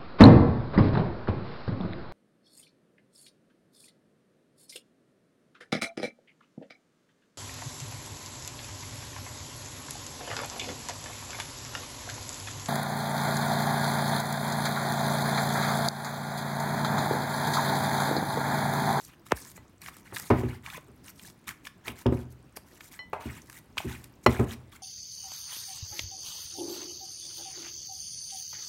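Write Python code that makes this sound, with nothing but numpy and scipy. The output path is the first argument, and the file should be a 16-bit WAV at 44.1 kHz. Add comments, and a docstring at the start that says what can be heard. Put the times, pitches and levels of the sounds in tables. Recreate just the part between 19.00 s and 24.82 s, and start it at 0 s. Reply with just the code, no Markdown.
"""Spoon in wet dough

A spoon works heavy, wet fruit dough in a glass bowl on a kitchen table, close to the microphone.
Squelch, crackle and bursting bubbles are sums of tiny decaying sine grains, gated by the strokes.
Bowl knocks and spoon strikes are damped modes plus noise; one sharp tap is a fast falling sweep.
A noise tail gives the small room's answer; filtered noise gives a low hum."""
import sys
import numpy as np
from scipy import signal
from scipy.fft import rfft, irfft, next_fast_len
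from scipy.io import wavfile
from scipy.ndimage import uniform_filter1d, map_coordinates

SR = 44100
rng = np.random.default_rng(int(sys.argv[2]) if len(sys.argv) > 2 else 0)


def generate_wav(signal):
    """Clip the signal to [-1, 1] and save it as 16-bit WAV at the path in sys.argv[1]."""
    frames = np.transpose(np.atleast_2d(signal))
    scaled = np.clip(frames, -1, 1) * 32767
    pcm = np.round(scaled).astype(np.int16)
    wavfile.write(sys.argv[1], SR, pcm)


N = 256662  # samples


def amp(db):
    """Decibels to amplitude."""
    return 10 ** (np.asarray(db) / 20)


def unit(x):
    """x scaled to rms 1."""
    return x / np.sqrt(np.mean(x ** 2) + 1e-20)


def crest(x):
    """x scaled to a peak of 1."""
    return x / (np.abs(x).max() + 1e-20)


def along(points, hz):
    """Interpolate (Hz, value) points on a log frequency axis."""
    f, v = np.transpose(points)
    return np.interp(np.log(hz + 1), np.log(f), v)


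def fade(t, t60):
    """Decay by 60 dB in t60, in the unit of t."""
    return np.exp(-np.log(1000) * t / t60)


def add(track, s, sound):
    """Mix a sound into the track at s seconds."""
    start = max(round(s * SR), 0)
    track[start:start + len(sound)] += sound[:max(N - start, 0)]


def colour(x, gain):
    """Causal minimum-phase filter with the given gain(Hz), from the folded cepstrum."""
    size = 2 * next_fast_len(len(x) // 2 + 4096)
    log_gain = np.log(np.maximum(gain(np.fft.rfftfreq(size, 1 / SR)), 1e-6))
    cepstrum = irfft(log_gain)
    cepstrum[1:size // 2] *= 2
    cepstrum[size // 2 + 1:] = 0
    response = np.exp(rfft(cepstrum))
    return irfft(rfft(x, size) * response)[:len(x)]


def shaped(x, spectrum):
    """Filter x through a (Hz, dB) spectrum."""
    return colour(x, lambda hz: amp(along(spectrum, hz)))


def wobble(rate):
    """A smooth random curve, rate knots a second."""
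    knots = rng.standard_normal(int(N * rate / SR) + 4)
    return map_coordinates(knots, [np.arange(N) * rate / SR])


def patchy(x, depth_db):
    """The colour of x shifts from moment to moment; rms 1."""
    z = signal.stft(x, nperseg=256)[2]
    field = uniform_filter1d(rng.standard_normal(z.shape), size=5, axis=0)
    field = uniform_filter1d(field, size=9, axis=1)
    return unit(signal.istft(z * amp(depth_db * unit(field)), nperseg=256)[1][:N])


def ring(modes, t, detune):
    """Damped modes, with slightly new strengths and pitches for each blow."""
    hz, db, t60 = np.transpose(modes)[:, :, None]
    strength_db, shift = rng.standard_normal((2, len(modes), 1))
    sign = (-1) ** np.arange(len(modes))[:, None]
    tones = np.sin(2 * np.pi * hz * (1 + detune * shift) * t)
    return np.sum(sign * amp(db + strength_db) * fade(t, t60) * tones, axis=0)


def grains(per_s, spread_db, cycles, spectrum):
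    """Tiny ruptures of random moment, size and pitch, swelling and dying within a few cycles; rms 1."""
    when, pitch, size, turn = rng.random((int(per_s * N / SR), 4)).T[:, :, None]
    low_hz, high_hz = spectrum[0][0], spectrum[-1][0]
    hz = low_hz + pitch * (high_hz - low_hz)
    k = np.arange(min(int(cycles * SR / low_hz), 300))
    age = hz * k / SR  # in cycles
    gain = amp(along(spectrum, hz) + spread_db * np.minimum(-np.log(1 - size), 3))
    swell = age ** 2 * fade(age, 0.8 * cycles)
    waves = gain * swell * np.sin(2 * np.pi * (age + turn))
    return unit(np.bincount(((when * N).astype(int) + k).ravel(), waves.ravel(), N)[:N])


def hum():
    """Low background of the kitchen: filtered noise, slightly uneven in level and colour."""
    # background spectrum: f/Hz, relative level/dB
    hum_spectrum = [(15, -24), (25, -2.5), (80, -1.5), (212, -3.5), (317, -4.5), (439, -13.5), (591, -15),
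                    (659, -17), (936, -17), (2910, -27), (9570, -38), (13200, -41.5), (16000, -35.5)]
    noise = shaped(rng.standard_normal(N), hum_spectrum)
    return amp(-57 + 0.72 * wobble(5)) * patchy(noise, depth_db=2.0)


def kitchen(x):
    """The room's answer: x convolved with a noise tail; each frequency dies at its own speed."""
    # room decay: f/Hz, t60/s
    room_decay = [(70, 0.69), (250, 0.29), (1000, 0.41), (3000, 0.27), (12000, 0.23)]
    onset_s = 0.0017
    hz, t, z = signal.stft(rng.standard_normal(SR), SR, nperseg=256)
    decayed = z * fade(t, along(room_decay, hz)[:, None])
    tail = signal.istft(decayed, SR, nperseg=256)[1]
    tail *= np.clip(np.arange(len(tail)) / SR / onset_s, 0, 1)
    return signal.fftconvolve(x, tail / np.linalg.norm(tail))[:N]


def taps():
    """A brief scuff, then a bending wave that disperses: treble arrives first, so the pitch falls fast."""
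    # sharp falling taps: t/s, relative level/dB
    tap_times = [(0.3197, -12)]
    out, t = np.zeros(N), np.arange(SR // 8) / SR
    travel_s, sweep_hz, floor_hz = .0011, 8000, 55
    crest_s, lead_s = .0023, .011  # swell peak after the tap; scuff start before it
    hz = sweep_hz * (travel_s / (t + travel_s)) ** 2 + floor_hz
    phase = 2 * np.pi * np.cumsum(hz) / SR
    swell = (t / crest_s * np.exp(1 - t / crest_s)) ** 2.2
    envelope = swell + amp(-13.5) * fade(t, 0.13)
    for s, db in tap_times:
        snap = amp(-16.5) * rng.standard_normal(len(t)) * fade(t, 0.0098)
        rub_envelope = fade(np.abs(t - lead_s - crest_s), 0.023) + amp(-12) * fade(t, 0.22)
        rub = rng.standard_normal(len(t)) * rub_envelope
        scuff = shaped(rub, [(150, -0.5), (500, 11), (2600, 4.5), (4500, -19)])
        add(out, s - lead_s, amp(db - 13.5) * scuff)
        add(out, s, amp(db) * (np.sin(phase) * envelope + snap))
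    return out


def knocks():
    """The rocking bowl thuds and chatters on the table, which booms; a softer contact loses its treble."""
    # bowl on table: t/s, relative level/dB, contact corner f/Hz, relative table boom/dB
    contacts = [(0.6, -52.5, 149, 6.5), (1.123, -39, 1180, -23), (1.302, -15.5, 1035, 0.5),
                (1.383, -32.5, 650, 1), (1.434, -32, 500, 8.5), (1.881, -55, 583, 7),
                (2.877, -37.5, 900, -2), (3.058, -19.5, 580, 4), (3.123, -24.5, 650, -1),
                (4.256, -31.5, 170, 1.5), (4.846, -32.5, 300, 7), (5.2621, -20, 930, 3),
                (5.394, -17.5, 526, -4)]
    # table modes under the bowl: f/Hz, relative level/dB, t60/s before the extra decay
    table_modes = [(64, -11, .7), (79, -5.5, .45), (98, -7, .28), (124, -4, .6), (160, -14, .45),
                   (225, -4, .22), (246, 1, .33), (318, -10, .32), (368, -1, .22), (405, -6, .16)]
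    # contact noise spectrum: f/Hz, relative level/dB
    thud_spectrum = [(40, -16), (90, 5.5), (180, 6), (400, 3.5), (560, -0.5), (1200, -1), (2200, 1),
                     (3500, -6.5), (8000, -6.5), (16000, 6)]
    boom_decay_s = 1.9  # t60 of the extra decay of the table boom
    out, t = np.zeros(N), np.arange(SR) / SR
    for s, db, corner_hz, boom_db in contacts:
        soft = lambda hz: 1 / np.sqrt(1 + (hz / corner_hz) ** 4.28)
        chatter = rng.standard_normal(len(t)) * (fade(t, 0.079) + amp(-13.5) * fade(t, 0.31))
        thud = unit(colour(chatter, lambda hz: soft(hz) * amp(along(thud_spectrum, hz))))
        table = ring(table_modes, t, detune=0.0054) * fade(t, boom_decay_s)
        boom = colour(table, soft)
        add(out, s, amp(db) * (amp(-20) * thud + amp(boom_db - 4.5) * boom))
    return out


def strikes():
    """The spoon gives a short clack and a crack; the bowl's glass wall rings on until the dough damps it."""
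    # spoon on bowl: t/s, relative clack/dB, relative glass ring/dB, ring corner f/Hz,
    # dough damping t60/s, echo/dB re clack
    hits = [(0.576, -45, -51.5, 4800, 0.16, -9), (1.7768, -37, -62, 3000, .1, -27),
            (3.57, -37.5, -72, 3000, .1, -15), (3.991, -46, -34.5, 4950, 8.6, -1),
            (4.131, -23, -66, 3000, .1, -3.5), (5.2628, -5.5, -17, 7400, 0.087, -16.5)]
    # spoon against the dough-damped bowl: f/Hz, relative level/dB, t60/s
    spoon_modes = [(465, -0.5, 0.026), (610, -6, 0.059), (707, 2, 0.013), (868, -9, 0.045),
                   (1008, -4, 0.031), (1141, -8, 0.037), (1303, -3.5, 0.014), (1690, -14, 0.019),
                   (2068, -22, 0.1), (2520, -13.5, 0.023)]
    # glass wall: f/Hz, relative level/dB, t60/s before the dough's damping
    glass_modes = [(1109, -17, .11), (1995, 0, .24), (3010, -11, .21), (4180, -8, .15), (5510, -16, .19),
                   (6960, -18, .08), (8577, -19, .09)]
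    out, echo, t = np.zeros(N), np.zeros(N), np.arange(SR // 2) / SR
    for s, clack_db, glass_db, corner_hz, damping_s, echo_db in hits:
        noise = rng.standard_normal(len(t)) * fade(t, 0.034)
        crack = amp(-15.0) * shaped(noise, [(2500, 16.0), (4000, -0.5), (16000, -12)])
        body = ring(spoon_modes, t, detune=.015)
        clack = amp(clack_db) * (body + crack) * (1 - fade(t, 0.0039))
        wall = ring(glass_modes, t, detune=0.00091) * fade(t, damping_s)
        glass = amp(glass_db) * colour(wall, lambda hz: 1 / np.hypot(1, (hz / corner_hz) ** 4))
        add(out, s, clack + glass)
        add(echo, s, amp(echo_db) * clack)
    return out + kitchen(echo)


def burst(pitch_hz, life_s):
    """A cavity that rings briefly and rises in pitch as it opens, with band-passed noise; peak 1."""
    t = np.arange(SR // 25) / SR
    shape = fade(t, life_s) * (1 - np.exp(-t / .0006))
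    tone = crest(np.sin(2 * np.pi * pitch_hz * t * (1 + 6 * t)) * shape)
    band = lambda hz: 1 / (1 + (hz / pitch_hz - pitch_hz / (hz + 1)) ** 2)
    tear = colour(rng.standard_normal(len(t)) * shape, band)
    return crest(.5 * tone + crest(tear))


def pops():
    """Large air pockets burst as the dough opens: a noise snap and a short ring."""
    # air pockets: t/s, relative peak/dB, starting pitch f/Hz, relative snap/dB
    pockets = [(0.05, -33, 5900, 15), (0.266, -39, 1190, 2), (0.818, -32, 4230, 11),
               (0.862, -28, 1740, -21), (0.885, -28, 1290, -18), (0.968, -35.5, 1140, 7.5),
               (1.162, -23, 2130, 5), (1.167, -19.5, 1740, -24), (1.17, -24.5, 2100, -8),
               (1.198, -22, 1190, 10.5), (1.663, -26, 2280, -28), (1.702, -28.5, 2510, -26),
               (2.082, -36.5, 2690, -14), (2.196, -37, 2320, -12), (2.481, -25, 1660, 2),
               (2.491, -22.5, 1900, -1), (2.653, -30.5, 2410, -12), (2.67, -26.5, 1640, -11),
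               (2.881, -19.5, 2155, -9), (3.808, -33, 2080, -17), (4.419, -40.5, 6100, -22),
               (4.499, -33.5, 1670, 2), (4.529, -35, 1690, 6), (4.804, -25, 770, -11),
               (5.042, -32.5, 2670, 9), (5.534, -33, 4030, -8)]
    # snap spectrum: f/Hz, relative level/dB
    snap_spectrum = [(1500, -39), (4000, 19.5), (7000, 22.5), (14000, 22.5), (16500, -16)]
    out, t = np.zeros(N), np.arange(SR // 25) / SR
    for s, db, pitch_hz, snap_db in pockets:
        snap = shaped(rng.standard_normal(len(t)) * np.sqrt(t) * fade(t, 0.011), snap_spectrum)
        pop = burst(pitch_hz, life_s=0.014) + amp(snap_db - 2.5) * crest(snap)
        add(out, s - .001, amp(db - 2.0) * crest(pop))
    return out


def cracks():
    """Short, sharp bursts without the snap: fruit cracking under the spoon, and an air pocket that bursts
    quickly."""
    # cracks and quick pops: t/s, relative peak/dB, starting pitch f/Hz
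    short_bursts = [(3.0649, -28.5, 3070), (3.5701, -37, 2150), (4.7712, -27.5, 1080), (4.7793, -20, 2440),
                    (4.7824, -17.5, 2420), (5.3147, -33, 2610)]
    out = np.zeros(N)
    for s, db, pitch_hz in short_bursts:
        add(out, s, amp(db + 2) * burst(pitch_hz, life_s=0.0075))
    return out


def push(t, s, length_s, swell_db):
    """One stroke: the spoon takes hold, presses harder or eases off, and lets go."""
    grip_s, release_t60_s = 0.019, 0.044
    grip = np.clip((t - s) / grip_s + 1, 0, 1) ** 2  # complete at s
    press = amp(swell_db * (np.clip((t - s) / length_s, 0, 1) - .5))
    return grip * press * fade(np.maximum(t - s - length_s, 0), release_t60_s)


def dough():
    """Sticky dough tears in clumps: squelch, crackle, small bubbles, snapping threads and a low drag."""
    # spoon strokes: t/s, length/s, relative squelch/dB, relative crackle/dB, start-to-end swell/dB
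    strokes = [(0.0, 0.082, -62, -52, -2), (0.088, 0.055, -56.5, -69, 1), (0.266, 0.04, -55, -57.5, -12),
               (0.362, 0.16, -57, -49.5, -9), (0.553, 0.015, -58.5, -51.5, 9),
               (.82, 0.073, -48.5, -48.5, 6), (0.927, 0.083, -60.5, -58, -5.5),
               (1.054, 0.062, -55.5, -62.5, 2), (1.144, 0.15, -50.5, -45.5, -7.5),
               (1.344, 0.071, -45.5, -55, 11), (1.434, 0.064, -52.5, -66, -6),
               (1.49, 0.086, -49.5, -59.5, -5), (1.644, 0.13, -46, -51.5, 5.5),
               (2.044, 0.06, -55, -51.5, 3), (2.162, 0.14, -58.5, -53, 9.5),
               (2.482, 0.035, -42.5, -48, -6.5), (2.649, 0.024, -46.5, -49.5, 7),
               (2.853, .02, -43, -50, 7.5), (2.882, .04, -47.5, -52, -11), (2.966, 0.056, -52.5, -52, 4.5),
               (3.124, 0.11, -56.5, -60.5, -6), (3.309, 0.016, -76, -60.5, 3),
               (3.573, 0.0013, -47, -43, -17.5), (3.668, 0.11, -63, -60.5, 4),
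               (3.809, 0.079, -58.5, -53, -2.5), (3.919, 0.06, -55, -53.5, -1),
               (4.21, 0.18, -48.5, -55.5, -2.5), (4.406, .18, -62, -58.5, 17),
               (4.778, 0.086, -47, -50.5, -8.5), (4.883, 0.07, -43.5, -51.5, -1.5),
               (4.962, 0.12, -59, -61.5, -8.5), (5.241, .002, -56, -49.5, 1.5),
               (5.296, 0.15, -44, -51.5, -5), (5.473, 0.065, -45.5, -51, 4.5),
               (5.725, 0.038, -51, -56, 3.5)]
    # wet grains: f/Hz, relative grain level/dB
    squelch_spectrum = [(700, -6), (1300, -2.5), (2000, 3.5), (3000, -3), (4500, -9)]
    # fine grains: f/Hz, relative grain level/dB
    crackle_spectrum = [(3500, -3), (6500, 6), (9500, 6.5), (11000, 3), (14000, 9.5), (16000, -22.5)]
    # drag on the bowl: f/Hz, relative level/dB
    drag_spectrum = [(30, -21), (70, -3.5), (170, 4.5), (350, -13.5), (900, -38.5), (3000, -22)]
    t, wet, fine = np.arange(N) / SR, np.zeros(N), np.zeros(N)
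    uneven = amp(1.47 * wobble(66))  # lumps of fruit make the push uneven
    for s, length_s, squelch_db, crackle_db, swell_db in strokes:
        effort = uneven * push(t, s, length_s, swell_db)
        wet += effort * amp(squelch_db)
        fine += effort * amp(crackle_db)

    clumps = amp(1.0 * wobble(110))
    wet_grains = grains(per_s=2800, spread_db=3.5, cycles=13, spectrum=squelch_spectrum)
    fine_grains = grains(per_s=5300, spread_db=4.5, cycles=8.1, spectrum=crackle_spectrum)
    squelch = wet * amp(-4.0) * unit(clumps * wet_grains)
    crackle = fine * amp(-4.0) * unit(clumps * fine_grains)
    tearing = squelch + crackle
    # folds open and close, so the colour keeps changing
    tearing = np.std(tearing) * patchy(tearing, depth_db=3.2)

    drag = wet * amp(-8.5) * unit(shaped(rng.standard_normal(N), drag_spectrum))
    # tiny bubbles keep bursting, between strokes too
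    settling = amp(-77) * grains(per_s=270, spread_db=8, cycles=8, spectrum=crackle_spectrum)
    # small air pockets burst during strokes
    bubbles = grains(per_s=70, spread_db=5.5, cycles=16, spectrum=squelch_spectrum)
    bursting = wet * amp(-11) * bubbles
    # sticky threads snap with a click
    clicks = grains(per_s=130, spread_db=3, cycles=2.5, spectrum=crackle_spectrum)
    threads = fine * amp(-8) * clicks
    return tearing + drag + settling + bursting + threads


def scene():
    """Mix the direct sources, their room answer and the hum."""
    thuds, tap = knocks(), taps()
    wet = dough() + pops() + cracks()
    room = kitchen(amp(-8.0) * thuds + amp(-12) * wet + amp(-35) * tap)
    return (hum() + room + tap + thuds + strikes() + wet)[None]


def record(dry):
    """Shed deep bass, round off the highest peaks and keep nothing above the band limit."""
    bass_cut_hz, peak_limit, top_hz = 48, .9, 16000
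    x = signal.sosfilt(signal.butter(3, bass_cut_hz, "high", fs=SR, output="sos"), dry)
    x = x / (1 + (x / peak_limit) ** 8) ** (1 / 8)
    size = next_fast_len(N + SR // 2)
    passband = np.fft.rfftfreq(size, 1 / SR) < top_hz
    return irfft(rfft(x, size) * passband, size)[:, :N]


dry = scene()
out = record(dry)
generate_wav(out)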